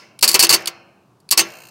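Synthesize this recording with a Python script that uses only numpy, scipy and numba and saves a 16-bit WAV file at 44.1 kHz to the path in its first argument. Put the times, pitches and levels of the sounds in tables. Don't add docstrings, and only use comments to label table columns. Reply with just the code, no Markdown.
import sys
import numpy as np
from scipy import signal
from scipy.fft import rfft, irfft
from scipy.io import wavfile
from numba import njit

SR = 44100
rng = np.random.default_rng(int(sys.argv[2]) if len(sys.argv) > 2 else 0)


def file_out(sig):
    cols = np.atleast_2d(sig).T
    lim = np.clip(cols, -1, 1)
    pcm = np.round(lim * 32767).astype(np.int16)
    wavfile.write(sys.argv[1], SR, pcm)


N = 74970
LEAD_S = .2
LEAD = int(LEAD_S * SR)


def undb(db):
    return 10 ** (np.asarray(db) / 20)

def unit(x):
    return x / np.sqrt(np.sum(x ** 2))

def fade(t60):
    return np.exp(-np.log(1000) * np.arange(N) / SR / t60)

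def across(bands, values):
    bin_hz = np.arange(N // 2 + 1) * SR / N
    return np.interp(np.log(bin_hz + 1), np.log([band[0] for band in bands]), values)

def coloured(bands):
    return rfft(rng.standard_normal(N)) * undb(across(bands, [band[1] for band in bands]))

def wash(bands):
    noise = coloured(bands)
    return unit(sum(irfft(noise * across(bands, own), N) * fade(t60)
                    for own, (_, _, t60) in zip(np.eye(len(bands)), bands)))

def shake(bands, pushes):
    noise, out = coloured(bands), 0
    noise /= np.std(irfft(noise, N))
    for own, (_, _, t60) in zip(np.eye(len(bands)), bands):
        retained = np.exp(-2 * np.log(1000) / SR / t60)
        energy = signal.lfilter([1 - retained], [1, -retained], pushes ** 2 + 1e-18)
        out = out + irfft(noise * across(bands, own), N) * np.sqrt(energy)
    return out

def ring(modes):
    t = np.arange(N) / SR
    return unit(sum(undb(db) * fade(t60) * np.sin(2 * np.pi * (hz * t + rng.random()))
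                    for hz, db, t60 in modes))

def bounces(decay_s, share, size=1024):
    spray = rng.standard_normal(size) * np.exp(-np.arange(size) / SR / decay_s)
    push = np.sqrt(share) * unit(spray)
    push[0] += np.sqrt(1 - share)
    return push

def add(track, start_s, sound):
    i = max(int(start_s * SR), 0)
    part = track[i:i + len(sound)]
    part += sound[:len(part)]

def respond(force, impulse_response):
    return signal.fftconvolve(force, impulse_response)[LEAD:LEAD + N]

def struck(hits, modes):
    force = np.zeros(LEAD + N)
    for s, db in hits:
        add(force, s + LEAD_S, undb([db]))
    return respond(force, ring(modes))

def background():
    # f/Hz, level/dB
    partials = [(120, -66), (181, -69)]
    # f/Hz, relative spectral level/dB
    floor = [(25, -37), (60, -21.5), (115, -2), (190, -1.5), (300, -4.5), (600, -12.5), (1100, -12.5),
             (2000, -29), (5000, -30.5), (10000, -36), (16000, -40)]
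    t = np.arange(N) / SR
    hum = sum(undb(db) * np.sin(2 * np.pi * (hz * t + rng.random())) for hz, db in partials)
    return hum + undb(-57) * np.sqrt(N) * unit(irfft(coloured(floor), N))

def return_spring():
    # t/s, relative level/dB
    releases = [(-.05, -10.5), (.675, -1)]
    # f/Hz, relative level/dB, T60/s
    modes = [(2056, -4, .4), (2492, 0.5, 0.78), (2700, -3, .8), (4110, -11.5, 1), (4194, -4, .55),
             (4300, 0.5, 0.59), (4700, -11.5, 0.49), (5372, -9, .5), (5200, -6.5, 0.54)]
    return undb(-13.5) * struck(releases, modes)

def impact_forces():
    # t/s, relative level/dB at the contacts, relative level/dB at the frame
    blows = [(-.035, 0.5, -11), (0.2284, 6, -2), (0.2326, -7, 0.5), (0.241, 9, -2.5),
             (0.2547, -14.5, -25.5), (0.2774, 3, -14.5), (0.2889, 3.5, -12), (0.3052, -9.5, -20),
             (0.327, -17.5, -21.5), (0.3429, 5, -5.5), (.349, -4, 2), (0.355, -5, -12), (0.3931, 6, -6.5),
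             (0.3988, 5.5, -4), (0.4049, 4, -6), (0.4195, -11.5, -23.5), (0.4256, 5.5, -5), (0.434, 1, 0.5),
             (0.4367, 1, -14), (0.446, -2, -22), (.493, 7.5, -7), (0.502, 4, -0.5), (0.5092, -2, -8),
             (0.5258, 1, -4), (.5335, -6.5, 0.5), (.54, 2.5, -14.5), (0.544, 0.5, -12.5), (0.561, -19, -21),
             (0.672, -14, -31), (0.6774, -22, -14), (1.3112, 4.5, -21), (1.3226, 0.5, -10.5),
             (1.329, -8, -14.5), (1.3753, 5, -2), (1.382, -2.5, -9), (1.391, 2, -0.5), (1.399, -7, -10.5),
             (1.407, -22, -8)]
    # t/s, relative level/dB at the tips, relative level/dB at the contacts
    touches = [(0.1907, -17, -52), (0.2106, -20, -20.5), (0.2155, -50, -57), (0.2257, -0.5, -4),
               (0.3148, -14.5, -7), (0.3318, -26, -12.5), (.469, -6, -41.5), (.658, -9.5, -40),
               (0.6744, -2, -10), (1.2016, -66, -48), (1.2903, -17.5, -41), (1.3067, -31.5, -18.5),
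               (1.3725, -23, -29.5)]
    on_contacts, on_frame, on_tips, frame_impulses = np.zeros((4, LEAD + N))
    for s, contact_db, frame_db in blows:
        push = bounces(decay_s=.0037, share=.62)
        add(on_contacts, s + LEAD_S, undb(contact_db) * push)
        add(on_frame, s + LEAD_S, undb(frame_db) * push)
        add(frame_impulses, s + LEAD_S, undb([frame_db]))
    for s, tip_db, contact_db in touches:
        push = bounces(decay_s=.0006, share=.62)
        add(on_tips, s + LEAD_S, undb(tip_db) * push)
        add(on_contacts, s + LEAD_S, undb(contact_db) * push)
    return on_contacts, on_frame, on_tips, frame_impulses

def contacts(force):
    # f/Hz, relative spectral level/dB, T60/s
    bands = [(302, -42, .04), (1995, -23.5, 0.048), (4050, -9.5, 0.029), (4447, 4, 0.049),
             (5100, -4.5, .04), (5960, -9.5, .04), (8300, -6, .04), (10000, -10.5, .04), (11200, -6, 0.032),
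             (12500, -12, .035), (16000, -14, .03)]
    # f/Hz, relative level/dB, T60/s
    modes = [(4520, -6, .07), (4550, -6.5, .06), (4403, 6, 0.065), (4580, 1.5, .06), (4763, -0.5, .05),
             (5260, 0, 0.088), (7220, -13.5, .07), (7900, -10, 0.08), (8770, 2, 0.046), (10930, -17, .09)]
    return undb(4.5) * respond(force, ring(modes)) + undb(14.5) * shake(bands, force[LEAD:])

def frame(force, impulses):
    # f/Hz, relative spectral level/dB, T60/s
    bands = [(30.16, -22, .1), (79.5, -26, .16), (170, -5, .2), (270, -11, 0.14), (370, 5, 0.12),
             (480, -1, .11), (700, 1.5, 0.083), (1020, 0, 0.12), (1520, -0.5, 0.1), (2786, 7, 0.061),
             (3516, -2.5, 0.13), (6370, 5.5, 0.041), (9700, -11, .065), (16060, -8.5, .055)]
    # f/Hz, relative level/dB, T60/s
    modes = [(973.6, 0.5, 0.071), (1051, -5, 0.1), (1121.6, -7, .15), (1372, -9, .25), (2061, -8.5, .12),
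             (2390, -11, 0.051), (2650, 0, 0.1), (2960, 2.5, 0.066)]
    return undb(6.5) * respond(impulses, ring(modes)) + undb(16) * shake(bands, force[LEAD:])

def cabinet(force):
    # f/Hz, relative spectral level/dB, T60/s
    bands = [(60, -25, 0.75), (139, -5.5, 0.37), (327, -4, 0.49), (580, -2.5, 1), (1312, -7, 0.87),
             (1940, 4.5, 0.35), (2730, -3.5, 0.8), (3380, -4, 0.26), (5440, -5, 0.46), (8060, -14, .27),
             (16000, -26, 0.29)]
    # f/Hz, relative level/dB, T60/s
    modes = [(342, -2.5, 1), (592, -2.5, .85), (807, -6.5, .55), (1030, -3, 1), (1370, 1, .6),
             (2460, -0.5, 0.6), (2700, -1.5, .9)]
    build_s = .028
    build = 1 - np.exp(-np.arange(N) / SR / build_s)
    return respond(force, build * (undb(.5) * wash(bands) + undb(-10) * ring(modes)))

def contact_tips(force):
    # f/Hz, relative spectral level/dB, T60/s
    bands = [(200, -20.5, .03), (1800, -15, .03), (2650, 1.5, .025), (3500, -2.5, .02), (4400, 5, .025),
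             (6500, -9, .018), (9350, 3, .016), (12000, -10, .016), (16000, -15, .015)]
    return undb(8) * shake(bands, force[LEAD:])

def housing():
    # t/s, relative level/dB
    knocks = [(.232, -12), (.291, -7), (0.348, -7.5), (0.432, 0), (0.533, 3), (0.563, -27), (0.676, -20),
              (1.326, -17), (1.379, -5.5), (1.394, 0)]
    # f/Hz, relative level/dB, T60/s
    modes = [(132, -22.5, 0.47), (178, -14.5, 0.24), (200, -12.5, 0.39), (235, -13, 0.14), (336.5, 3, 0.23),
             (368, -7.5, 0.087), (389, -3, 0.26)]
    return undb(2) * struck(knocks, modes)

def back_stop():
    # t/s, relative level/dB
    falls = [(.291, -9.5), (.504, 2.5), (.678, -14), (1.3235, -5)]
    # f/Hz, relative level/dB, T60/s
    modes = [(150.7, -14.5, 0.12), (1040, -8.5, 0.13), (1130, -1.5, .17), (4430, -0.5, .05),
             (4600, 0, 0.032)]
    return undb(5.5) * struck(falls, modes)

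def pole_faces():
    # t/s, relative level/dB
    seatings = [(.433, 5.5), (0.5339, 4), (1.3752, 4.5), (1.392, 3), (1.3994, 3), (1.407, -7),
                (1.4145, -15)]
    # f/Hz, relative level/dB, T60/s
    modes = [(2695, -4.5, .14), (2970, -11.5, .12), (5030, -4.5, .06), (5614, -3, 0.072), (6200, -2, .1),
             (6250, -1.5, 0.096), (6410, -1.5, .1), (8160, 0, .05), (8700, 0.5, .05), (8525, 0, .05)]
    return undb(8) * struck(seatings, modes)

def buzz():
    # start t/s, end t/s
    held = [(.571, 0.621), (1.4361, 1.7)]
    # f/Hz, relative spectral level/dB, T60/s
    bands = [(119, -17, 0.056), (354, -21, 0.035), (1420, 7.5, 0.057), (2000, -7, .035), (2700, 13, 0.025),
             (3440, -4, 0.012), (4310, 10.5, 0.039), (5540, -7, 0.09), (6346, 10.5, 0.029),
             (7600, 0, 0.033), (8700, 6, .022), (10500, -5, 0.021), (12700, 1, 0.065), (13900, -14, 0.038),
             (14400, 3, 0.037), (15900, -18, .03)]
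    mains_hz, bounce_s = 60.1, .003
    taps, spray = np.zeros((2, N))
    tap = bounces(bounce_s, share=.5)
    for start, end in held:
        for s in np.arange(start, end, 1 / mains_hz):
            add(taps, s, tap)
            add(spray, s, bounces(bounce_s, share=.98))
    periodic = signal.fftconvolve(taps, wash(bands))[:N]
    return undb(-18) * periodic + undb(-25) * shake(bands, spray)

def scene():
    steady = background()
    on_contacts, on_frame, on_tips, frame_impulses = impact_forces()
    reverberation = cabinet(frame_impulses + .19 * on_contacts)
    clacks = contacts(on_contacts) + frame(on_frame, frame_impulses) + contact_tips(on_tips) + housing()
    armature = return_spring() + back_stop() + pole_faces() + buzz()
    return (steady + reverberation + clacks + armature)[None]

@njit
def follow(x, attack_s, release_s):
    attack, release = 1 - np.exp(-1 / (attack_s * SR)), 1 - np.exp(-1 / (release_s * SR))
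    out, envelope = np.empty(len(x)), 0.
    for i in range(len(x)):
        gap = abs(x[i]) - envelope
        envelope += gap * (attack if gap > 0 else release)
        out[i] = envelope
    return out

def record(dry):
    top_hz, clip_amplitude = 15800, .74
    lowpass = signal.ellip(10, .05, 60, top_hz, fs=SR, output="sos")
    x = signal.sosfilt(lowpass, dry[0])
    limited = x / np.maximum(follow(x, attack_s=.0003, release_s=.026), 1)
    rounded = limited / (1 + (limited / clip_amplitude) ** 4) ** (1 / 4)
    return signal.sosfiltfilt(lowpass, rounded)[None]


dry = scene()
out = record(dry)
file_out(out)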